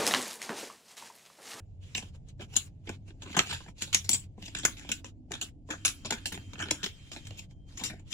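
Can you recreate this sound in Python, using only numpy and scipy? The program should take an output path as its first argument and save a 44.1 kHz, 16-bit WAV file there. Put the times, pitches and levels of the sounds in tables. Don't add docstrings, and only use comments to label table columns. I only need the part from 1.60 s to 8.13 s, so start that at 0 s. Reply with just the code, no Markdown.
import sys
import numpy as np
from scipy import signal
from scipy.fft import rfft, irfft, next_fast_len
from scipy.io import wavfile
from scipy.ndimage import uniform_filter1d, map_coordinates

SR = 44100
rng = np.random.default_rng(int(sys.argv[2]) if len(sys.argv) > 2 else 0)


def volts_from_db(level):
    exponent = np.asarray(level, float) / 20
    return 10 ** exponent


def output_pcm(signal):
    pcm = np.clip(np.atleast_2d(signal).T, -1, 1) * 32767
    wavfile.write(sys.argv[1], SR, np.round(pcm).astype(np.int16))


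N = 287973

# [f/Hz, width/Hz, level/dB]
PLASTIC_MODES = [(1535, 420, 0.5), (1726, 504, -1), (2288, 520, -1.5), (2563, 490, 0), (2980, 370, -0.5),
                 (3360, 630, 1.5), (4115, 1760, -3.5)]
# [f/Hz, width/Hz, level/dB]
STEEL_MODES = [(5350, 810, -8), (5900, 400, -2), (6420, 360, -2), (7537, 670, -1.5), (7580, 790, -7),
               (8450, 410, -12.5), (9830, 880, -12.5), (10630, 530, -13.5), (12150, 850, -27.5),
               (13700, 8300, -27), (15400, 230, -21.5)]
# [f/Hz, likeness/0-1]
PORT_LIKENESS = [(30, 0.11), (70, 1), (300, .93), (600, 0.6), (1200, 0.1), (16000, 0.5)]


def unit(x):
    return x / np.sqrt(np.mean(x ** 2) + 1e-20)


def along(points, hz):
    f, v = np.transpose(points)
    return np.interp(np.log(hz + 1), np.log(f + 1), v)


def curves(rows):
    s, *cols = np.transpose(rows)
    return [np.interp(np.arange(N) / SR, s, c) for c in cols]


def wobble(rate_hz):
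    knots = rng.standard_normal(int(N * rate_hz / SR) + 4)
    return map_coordinates(knots, [np.arange(N) * rate_hz / SR])


def filtered(x, response):
    n = x.shape[-1]
    m = next_fast_len(n + 2048)
    return irfft(rfft(x, m) * response(np.fft.rfftfreq(m, 1 / SR)), m)[..., :n]


def modes(table, hz, scatter_db=0, detune=1):
    c, w, db = np.transpose(table)[..., None]
    c = c * np.reshape(detune, (-1, 1))
    sign = (-1) ** np.arange(len(table))[:, None]
    strength = sign * volts_from_db(db + np.reshape(scatter_db, (-1, 1)))
    return np.sum(strength * 1j * hz * w / (c * c - hz * hz + 1j * hz * w), axis=0)


def pair(gain):
    def spread(hz):
        turn = np.arccos(np.clip(along(PORT_LIKENESS, hz), 0, 1)) / 2
        return gain(hz) * [np.cos(turn), np.sin(turn)]

    mid, side = filtered(rng.standard_normal((2, N)), spread)
    return unit(np.array([mid + side, mid - side]))


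def background():
    # [t/s, rumble/dB, drone/dB]
    fan = [(0.0, -56, -78), (0.54, -51, -74), (1.85, -55.5, -63.5), (1.95, -45, -84), (2.07, -67.5, -67),
           (2.27, -49.5, -77), (2.8, -55.5, -67), (3.07, -53.5, -57), (3.82, -61, -62.5),
           (5.15, -49.5, -59), (5.2, -63.5, -61), (5.31, -57.5, -82), (5.58, -61.5, -61.5),
           (5.67, -45.5, -69), (6.05, -56, -68.5), (6.33, -52, -62), (6.49, -61, -69), (6.53, -64.5, -56.5)]
    # [f/Hz, width/Hz, level/dB]
    fan_orders = [(97.2, 7.3, 3.5), (79, 16, -6.5), (130.3, 4.2, -2.5), (192.9, 3.5, -9.5)]
    # [f/Hz, width/Hz, level/dB]
    drone_modes = [(246, 38, 2.5), (306, 37, 2), (370.8, 11, -11.5), (500.4, 7, -17), (663, 25, -19)]
    # [f/Hz, density/dB per Hz]
    air_density = [(12, -22), (20, 9), (70, -3.5), (151, -9.5), (297, -25.5), (404, -27), (863, -36.5),
                   (1690, -37), (2310, -32), (3060, -32), (4660, -35), (7300, -38), (15200, -63.5),
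                   (16500, -64.5)]
    # [t/s, level/dB]
    pipe = [(0, -100), (4.05, -100), (4.15, -66), (4.9, -65.5), (5.85, -67.5), (6.05, -64.5), (6.25, -88.5)]

    rumble_db, drone_db = curves(fan)
    hum = volts_from_db(rumble_db + 3.0 + 1.3 * wobble(3.7)) * pair(lambda hz: modes(fan_orders, hz))
    drone = volts_from_db(drone_db + 3.0) * pair(lambda hz: modes(drone_modes, hz))
    air = volts_from_db(-48.0) * pair(lambda hz: volts_from_db(along(air_density, hz)))

    whine_hz = 3152 + 4 * wobble(3)
    whine = volts_from_db(curves(pipe)[0] + 1.6 * wobble(5.5)) * np.sin(2 * np.pi * np.cumsum(whine_hz) / SR)
    whine = whine * volts_from_db([[2], [-4]]) * [[1], [-1]]

    flicker = volts_from_db(2.1 * wobble(400) + 3.3 * wobble(25))
    skin = pair(lambda hz: modes(PLASTIC_MODES, hz) + modes(STEEL_MODES, hz))
    rustle = volts_from_db(-74.0) * unit(flicker * skin)
    return hum + drone + air + rustle + whine


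def contacts(rows, grain_db, blow, scatter_db, own, focus_db):
    # [from t/s, plastic tilt/dB per octave, thud/dB, steel tilt/dB per octave, left over right/dB]
    grips = [(0, -14, -4, 15, -1), (.33, 0, 5.5, 0.5, 2.5), (.41, -2, 2, 3, -2), (.67, 2, 0, -12, 11),
             (.78, -4, 7, -4, 1.5), (.9, 4, -2, 7, 0), (1.25, -5.5, 2, -19, 1.5), (1.46, -3, 4.5, -4, 3.5),
             (1.6, -1.5, 2, -2, 0.5), (1.7, 10, -10, -9, 1), (1.74, -7.5, 1, -5, 3), (1.78, 0, 2, -4, -1),
             (1.84, 2, -2.5, -2, 1.5), (1.99, -11, 4.5, -9, 2), (2.17, 3.5, 6, 5.5, -1),
             (2.32, 5.5, -6.5, -9, -0.5), (2.42, 7, -1, -8, -1), (2.485, 2.5, 0, 8.5, 1),
             (2.76, 4.5, 5, -8, 4), (2.93, 0, -4.5, -10, 1), (3.02, 5, -4, -7, -1), (3.045, -13, 1.5, 4, 1),
             (3.15, -9, 1.5, -2, 1), (3.28, -5, 3, 6, 1.5), (3.43, -1.5, -6.5, -12, 5),
             (3.67, -6.5, 0, -9, 1.5), (3.8, 2.5, 1, 6.5, 0.5), (4.07, -11, 3, -7.5, 1.5),
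             (4.24, 2.5, -4, 2, -0.5), (4.43, 5, -1.5, -3, 2), (4.495, -1.5, 0, -4.5, 1),
             (4.64, 2.5, 4, 7, -0.5), (4.71, 2, 3.5, 5, 1), (4.92, -7, -2, -11, 2),
             (5.075, 11, -0.5, 0, -0.5), (5.21, 4.5, -1.5, 3, 2), (5.49, 4, 0.5, 2, 1),
             (5.69, 5, -0.5, -7, 1.5), (6.1, 2, 1.5, 1.5, 3), (6.38, 2.5, -5, -2, 6)]
    # [f/Hz, width/Hz, level/dB]
    tray_modes = [(160, 95, -2), (208.4, 39, 5), (306, 61, 1.5), (373, 180, 0), (516, 270, -2),
                  (650, 210, -3), (920, 270, -2), (999, 190, -2.5)]
    # [f/Hz, width/Hz, level/dB]
    leg_modes = [(7800, 97, 10), (8700, 44, 9), (9900, 99, -9.5)]
    # [from t/s, to t/s]
    legs_free = (2.495, 2.56)

    size = SR // 5
    out, t = np.zeros((2, N + size)), np.arange(size) / SR
    for s, db, thud_db, steel_db, t60, pitch_hz, rise_ms in rows:
        tilt_db, body_db, edge_db, pan_db = [grip[1:] for grip in grips if grip[0] <= s + .004][-1]
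        chance = rng.standard_normal((5, size))

        rise = max(rise_ms, .2) / 1000
        swell = volts_from_db(-14 * (0.5 - t / rise)) * np.minimum(t / (0.0011 + 0.44 * rise), 1)
        chatter = volts_from_db(-60 * (t - rise) / max(t60, .01))
        dying = chatter + blow * volts_from_db(-60 * (t - rise) / 0.0012)
        fine = grain_db * unit(uniform_filter1d(chance[0], size=35))
        coarse = 0.43 * unit(uniform_filter1d(chance[0, ::-1], size=260))
        impacts = chance[1:4] * np.abs(chance[1:4]) ** .7
        force = np.where(t < rise, swell, dying) * volts_from_db(fine + coarse) * impacts
        spread = force[0] + own * force[1:]

        luck_db, detune = scatter_db * chance[4], 1 + 0.037 * chance[4, ::-1]

        def ring(x, table, table_db, k):
            last = k + len(table)

            def response(hz):
                rolloff = (1 + 1j * hz / (1.76 * table[-1][0])) ** 2
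                return modes(table, hz, table_db + luck_db[k:last], detune[k:last]) / rolloff

            return filtered(x, response)

        octaves = np.log2(np.transpose(PLASTIC_MODES)[0] / pitch_hz)
        near_db = tilt_db * octaves - focus_db * octaves ** 2
        sheen_db = edge_db * np.log2(np.transpose(STEEL_MODES)[0] / 7000)
        legs_db = 0 if legs_free[0] < s < legs_free[1] else -27
        legs = filtered(spread, lambda hz: modes(leg_modes, hz, legs_db))
        plastic = ring(spread, PLASTIC_MODES, near_db, k=0)
        steel = ring(spread, STEEL_MODES, sheen_db, k=20) + legs

        soft = volts_from_db(-60 * np.maximum(t - rise, 0) / 0.31)
        shared = force[0] + .13 * force[1:]
        tray = ring(shared * soft, tray_modes, 0, k=40)

        top = lambda x: np.sqrt(uniform_filter1d(np.mean(x ** 2, 0), size=110).max())
        click = plastic / top(plastic) + volts_from_db(steel_db - 3.5) * steel / top(steel)
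        click = volts_from_db([[pan_db / 2], [-pan_db / 2]]) * click / top(click)
        thud = volts_from_db(thud_db + body_db + 3.0) * tray / top(tray)
        out[:, round(s * SR):][:, :size] += volts_from_db(db) * (click + thud)
    return out[:, :N]


def blows(table, thud_db, plastic_hz, octaves_per_db):
    rows = [(s, db, thud_db, steel_db, t60, plastic_hz * 2 ** (octaves_per_db * steel_db), 1.1)
            for s, db, t60, steel_db in table]
    return contacts(rows, grain_db=2.5, blow=0.11, scatter_db=2.0, own=1.0, focus_db=6.0)


def scuffs(table, thud_db, steel_db):
    rows = [(s, db, thud_db, steel_db, t60, 2600, rise_ms) for s, db, t60, rise_ms in table]
    return contacts(rows, grain_db=3.0, blow=.1, scatter_db=2.0, own=0.87, focus_db=5.5)


def ticks():
    # [t/s, level/dB, chatter t60/s, steel over plastic/dB]
    tick_table = [(.0005, -41.5, 0.0043, -5), (1.677, -59, 0.025, -4), (2.004, -52, 0.018, -8.5),
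                  (2.884, -51.5, .015, -3), (2.986, -39, .02, 11.5), (3.081, -39, 0.042, 1),
                  (5.023, -47, 0.017, -13), (4.458, -42.5, 0.033, -1), (4.583, -47, 0.013, -4)]
    rows = [(s, db, -12, steel_db, t60, 2500, .4) for s, db, t60, steel_db in tick_table]
    return contacts(rows, grain_db=-1, blow=.5, scatter_db=4.5, own=.8, focus_db=9)


def rings():
    # [t/s, peak/dB, f/Hz, t60/s]
    pings = [(0.3476, -31, 3750, 0.02), (0.3508, -26.5, 3040, 0.02), (0.3583, -43, 5340, 0.016),
             (0.3626, -37, 7600, 0.039), (0.9635, -25, 9930, 0.02), (0.9635, -26, 4000, 0.017),
             (0.9642, -29, 8110, 0.023), (0.9654, -25.5, 6460, 0.03), (1.7718, -34, 4900, 0.016),
             (1.7907, -28, 3200, 0.045), (1.7907, -24, 7400, 0.015), (1.792, -24, 1300, 0.037),
             (1.9264, -32, 860, 0.023), (1.9264, -32, 3600, 0.018), (2.22, -34, 2970, 0.016),
             (2.2225, -38, 5930, 0.045), (2.3451, -14, 6630, 0.018), (2.3458, -22, 5100, 0.03),
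             (2.3467, -22, 2930, 0.02), (2.4924, -27, 3570, 0.016), (2.512, -21, 7330, 0.023),
             (2.5308, -24, 7250, 0.045), (2.5374, -37.5, 6530, 0.05), (2.9687, -37, 5810, 0.016),
             (2.987, -36, 7000, 0.016), (3.0511, -23.5, 460, 0.015), (3.0598, -37, 6200, 0.018),
             (3.3152, -34, 2230, 0.016), (3.3165, -31.5, 3310, 0.019), (3.7187, -42.5, 2880, 0.016),
             (4.103, -36.5, 7110, 0.016), (4.256, -26, 7050, 0.03), (4.289, -29, 5730, 0.016),
             (4.5048, -33, 1450, 0.042), (4.5227, -24, 880, 0.017), (4.6562, -36.5, 1715, 0.042),
             (4.6569, -36, 3540, 0.016), (5.0009, -40, 6400, 0.016), (5.0074, -41, 6800, 0.03),
             (5.0099, -35, 1720, 0.045), (5.1077, -23, 3360, 0.021), (5.1083, -26, 6130, 0.018),
             (5.1107, -24, 3970, 0.019), (5.1105, -26.5, 5500, 0.037), (5.2299, -34, 3150, 0.045),
             (5.2599, -34, 5270, 0.031), (5.5184, -44, 3210, 0.02), (6.1816, -48, 7220, 0.03),
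             (6.2381, -49, 9280, 0.016), (6.2577, -40, 5570, 0.045)]
    # [t/s, peak/dB, centre f/Hz]
    cracks = [(.4315, -36, 700), (1.7452, -25.5, 1500), (1.766, -19, 2500), (1.7696, -19, 1200),
              (1.91, -27, 3000), (1.9268, -27, 1980), (2.2218, -27.5, 1510), (2.492, -15.5, 2500),
              (3.051, -11, 2500), (3.308, -32.5, 400), (3.7195, -29, 1186), (3.813, -34, 1815),
              (4.105, -28.5, 2500), (4.449, -31, 1500), (4.5053, -18, 2970), (4.523, -24, 1500),
              (4.658, -26, 3000), (4.7205, -29, 2500), (5.1085, -16, 4000), (5.1109, -17.5, 1980),
              (5.23, -27, 2000), (5.516, -36, 2480), (5.708, -37, 1203), (6.2362, -28, 3000)]
    # [f/Hz, lead/rad]
    port_lead = [(200, 0), (1500, .3), (3150, 1.9), (4700, 3.5), (6300, 5.1), (6880, 5.1), (6900, 7.8)]
    ping_rise_s, crack_cycles = .0004, 2.5

    rows = [(*row, ping_rise_s) for row in pings]
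    rows += [(s, db, hz, crack_cycles / hz, 1 / SR) for s, db, hz in cracks]
    out, t = np.zeros((2, N + SR)), np.arange(SR // 10) / SR
    for s, db, hz, t60, rise_s in rows:
        phase = 2 * np.pi * hz * t + np.array([[0], [along(port_lead, hz)]])
        decay = volts_from_db(db - 60 * t / max(t60, 1 / SR))
        out[:, round(s * SR):][:, :len(t)] += decay * np.sin(phase) * (1 - np.exp(-t / rise_s))
    return out[:, :N]


def clicks():
    # [t/s, level/dB, chatter t60/s, steel over plastic/dB]
    click_table = [(0.3489, -31, 0.055, -3), (0.9636, -24, 0.062, 9), (1.7902, -18, 0.014, -3.5),
                   (2.1803, -52.5, 0.79, -8), (2.2195, -31, 0.066, 1), (2.3275, -31, 0.17, -1),
                   (2.3342, -41.5, 0.072, 1), (2.3447, -14.5, 0.024, 11), (2.3505, -27, 0.016, 11.5),
                   (2.4915, -18, 0.01, 11), (2.4985, -29, 0.023, 10), (2.5131, -29.5, 0.096, 10),
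                   (2.5299, -24, 0.051, 9.5), (2.5435, -29, 0.084, 8), (3.0501, -17.5, 0.045, 7),
                   (3.1671, -48.5, 0.25, 0.5), (3.3151, -29.5, 0.053, 3), (3.7173, -32.5, 0.026, -1.5),
                   (3.8121, -33.5, 0.047, 0.5), (4.249, -22.5, 0.13, 4), (4.278, -28, 0.058, 2),
                   (4.6558, -30.5, 0.12, -0.5), (5.24, -31, 0.063, -6.5), (6.2357, -31, 0.17, 0),
                   (6.527, -32.5, 0.027, -6)]
    return blows(click_table, thud_db=-20.5, plastic_hz=3070, octaves_per_db=0.0033)


def scrapes():
    # [t/s, level/dB, chatter t60/s, rise/ms]
    scrape_table = [(0.3565, -47, 0.22, 8), (0.362, -34.5, 0.097, 20.5), (2.2041, -39.5, 0.18, 16.3),
                    (2.4381, -44, 0.12, 13), (2.5522, -47, 0.015, 9.1), (2.5883, -68, 0.19, 4),
                    (2.8415, -45, 0.15, 24), (2.9543, -39, 0.23, 20), (2.9768, -41.5, 0.057, 23),
                    (3.1868, -48, 0.048, 10), (3.8183, -36, 0.11, 9.3), (4.3216, -65, 0.16, 14),
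                    (4.449, -42.5, 0.095, 9.9), (5.139, -52, 1, 20), (5.6466, -53.5, 0.15, 7.9),
                    (5.762, -41.5, 0.081, 35), (6.169, -43.5, 0.18, 7.7), (6.2165, -56, 0.12, 8.1),
                    (6.495, -32.5, 0.29, 71)]
    return scuffs(scrape_table, thud_db=-16, steel_db=2.5)


def drags():
    # [t/s, level/dB, chatter t60/s, rise/ms]
    drag_table = [(0.416, -49, 0.076, 13), (0.543, -66, 0.12, 6), (1.265, -46.5, 0.25, 13.5),
                  (1.6495, -51.5, 0.18, 15.5), (1.6844, -49, 0.12, 22), (2.0021, -56.5, 0.045, 7.4),
                  (2.0598, -58.5, 0.0077, 3.6), (2.0698, -53, 0.0081, 20), (3.0308, -41, 0.35, 3),
                  (4.1411, -60, 0.45, 13), (4.7793, -69, 0.065, 4.9), (5.0515, -45.5, 0.78, 8.6),
                  (5.7132, -57.5, 0.81, 11), (6.1197, -60, 0.098, 7), (6.3161, -50, 0.053, 25)]
    return scuffs(drag_table, thud_db=0.35, steel_db=-9)


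def taps():
    # [t/s, level/dB, chatter t60/s, steel over plastic/dB]
    tap_table = [(0.685, -59.5, 0.023, 19), (0.8075, -49, 0.12, -9.5), (0.816, -54, 0.1, -1),
                 (1.619, -45, 0.093, 0), (1.7111, -50, 0.085, -0.5), (1.7273, -44, 0.082, -4),
                 (1.7462, -36, 0.04, -11.5), (1.7977, -28.5, 0.055, -12.5), (1.9094, -36, 0.088, -6),
                 (1.9276, -36.5, 0.15, -5), (2.9485, -32, 0.032, 1.5), (3.2897, -36, 0.061, -6),
                 (4.1035, -33.5, 0.13, -2.5), (4.1344, -42, 0.057, -42), (4.5057, -27.5, 0.027, 3),
                 (4.521, -30.5, 0.11, -5), (4.7215, -39, 0.083, 1.5), (4.7747, -40.5, 0.0077, -39),
                 (4.9545, -47, 0.026, -34), (4.998, -37, 0.18, -12), (5.0834, -42.5, 0.029, -14.5),
                 (5.108, -24.5, 0.035, 4), (5.23, -33.5, 0.17, -3.5), (5.2611, -34, 0.036, -10),
                 (5.5155, -42.5, 0.21, -2), (5.5618, -39.5, 0.086, -11), (5.6679, -47, 0.048, -3),
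                 (6.2984, -39.5, 0.2, -9)]
    return blows(tap_table, thud_db=-9, plastic_hz=2430, octaves_per_db=0.022)


def knocks():
    # [t/s, level/dB, chatter t60/s, steel over plastic/dB]
    knock_table = [(0.794, -49.5, 0.1, -11.5), (1.291, -37.5, 0.044, -1), (1.4754, -63, 0.21, -3),
                   (1.5032, -54, 0.045, -25), (1.6728, -52.5, 0.28, -19), (1.7653, -26.5, 0.17, -4),
                   (3.4435, -37.5, 0.017, 3), (4.4476, -40.5, 0.15, -10), (4.9323, -46, 0.044, -3),
                   (4.9783, -49, 0.29, -8), (4.9893, -42.5, 0.18, -4), (5.7061, -47, 0.018, -13),
                   (5.9082, -58, 0.03, -5.5), (6.3942, -54.5, 0.045, 3.5)]
    return blows(knock_table, thud_db=-2.1, plastic_hz=2900, octaves_per_db=.015)


def slides():
    # [t/s, level/dB, chatter t60/s, rise/ms]
    slide_table = [(0.915, -47, 0.5, 29), (0.95, -38, 0.15, 8.7), (1.8496, -42, 0.67, 23.5),
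                   (1.8783, -39.5, 0.26, 31.5), (2.2634, -52, 0.08, 17), (2.8156, -43.5, 0.24, 11.9),
                   (2.8722, -46.5, 0.047, 12), (3.2086, -52.5, 1, 4.9), (3.449, -51, 0.064, 8.3),
                   (3.461, -49, 0.059, 3.7), (3.7282, -36, 0.11, 13), (4.5682, -51, 0.32, 13),
                   (4.7373, -42.5, 0.13, 9.4), (5.0023, -41, 0.055, 23), (5.0164, -33.5, 0.084, 9.6),
                   (5.3676, -70, 0.27, 12), (5.4572, -61, 0.23, 17), (6.1868, -43.5, 0.11, 15.5),
                   (6.2794, -43, 0.15, 29)]
    return scuffs(slide_table, thud_db=-9, steel_db=-5)


def bumps():
    # [t/s, level/dB, chatter t60/s]
    bump_table = [(1.582, -78, 0.042), (2.7777, -58.5, 0.038), (3.2472, -60, 0.032), (3.681, -70, 0.022),
                  (3.7068, -50.5, 0.3), (4.088, -56, 0.4), (6.21, -50, 0.22)]
    steel_db = -2
    rows = [(*row, steel_db) for row in bump_table]
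    return blows(rows, thud_db=7.6, plastic_hz=2200, octaves_per_db=.01)


def room(x):
    # [f/Hz, t60/s]
    decay_t60 = [(200, 0.14), (2000, 0.19), (7000, 0.15), (14000, 0.26)]
    out = np.zeros((2, N))
    for k in range(3):
        hz, t, z = signal.stft(rng.standard_normal((2, SR // 3)), SR, nperseg=256)
        alike = np.clip(along(PORT_LIKENESS, hz), 0, 1)[:, None]
        z[1] = alike * z[0] + np.sqrt(1 - alike ** 2) * z[1]
        tail = signal.istft(z * volts_from_db(-60 * t / along(decay_t60, hz)[:, None]), SR, nperseg=256)[1]
        tail = tail / np.linalg.norm(tail[0])
        turn = np.arange(N) * 5 // SR % 3 == k
        late = np.pad(x * turn, ((0, 0), (200, 0)))
        out += signal.fftconvolve(late, tail, axes=1)[:, :N]
    return out


def scene():
    near = clicks() + taps() + knocks() + bumps()
    near = near + scrapes() + slides() + drags()
    near = near + ticks() + rings()
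    return near + volts_from_db(-8.0) * room(near) + background()


def suppress(x, patchy_db):
    # [shuts t/s, opens t/s, depth/dB]
    shut = [(-.004, 0.217, -23), (0.509, 0.535, -21.5), (0.574, 0.674, -22.5), (0.72, 0.79, -26),
            (0.864, 0.887, -20), (1.093, 1.247, -22.5), (1.371, 1.466, -21), (1.519, 1.605, -17),
            (2.123, 2.157, -27), (2.664, 2.782, -22.5), (3.417, 3.44, -23), (3.516, 3.697, -26.5),
            (3.912, 4.07, -27.5), (5.863, 5.899, -25.5), (5.929, 6.074, -23), (6.304, 6.407, -10),
            (6.416, 6.462, -20.5)]
    # [f/Hz, share/0-1]
    depth_share = [(150, 0), (500, 0.06), (800, 0), (1200, 0.92), (16000, 1)]
    shutting_s, opening_s = 0.037, 0.034

    hz, t, z = signal.stft(x, SR, nperseg=512, noverlap=384)
    depth_db = 0
    for shuts, opens, db in shut:
        ramp = np.minimum((t - shuts) / shutting_s, (opens - t) / opening_s)
        depth_db = depth_db + db * np.clip(.5 + ramp, 0, 1)

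    power = np.mean(np.abs(z) ** 2, 0)
    level_db = uniform_filter1d(10 * np.log10(power + 1e-20), size=40, axis=1)
    tone_db = level_db - uniform_filter1d(level_db, size=15, axis=0)
    spared = np.clip((tone_db - 7) / 8, 0, .33)
    share = np.clip(along(depth_share, hz), 0, 1)[:, None] * (1 - spared)

    field = uniform_filter1d(rng.standard_normal(share.shape), size=9, axis=0)
    field = uniform_filter1d(field, size=14, axis=1)
    gain = (hz[:, None] < 16350) * volts_from_db(share * (depth_db + patchy_db * unit(field)))
    return signal.istft(z * gain, SR, nperseg=512, noverlap=384)[1][:, :N]


def top_cut(x):
    return signal.sosfilt(signal.butter(12, 16500, fs=SR, output="sos"), x)


def record(dry):
    left = lambda hz: 1 + modes([(1400, 540, -11.5), (7120, 450, 13)], hz)
    lag = lambda hz: np.exp(-2j * np.pi * np.minimum(hz / 6300, 1))
    right = lambda hz: volts_from_db(0.46) * (1 + modes([(2896, 780, -0.68)], hz)) * lag(hz)
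    band = lambda hz: hz ** 2 / (hz ** 2 + 30 ** 2) / (1 + (hz / 15900) ** 90)
    ports = filtered(dry, lambda hz: np.array([left(hz), right(hz)]) * band(hz))
    ports = ports / (1 + np.abs(ports / .7) ** 3) ** (1 / 3)
    mix = suppress(ports, patchy_db=2.5)
    return top_cut(mix)


dry = scene()
out = record(dry)
output_pcm(out)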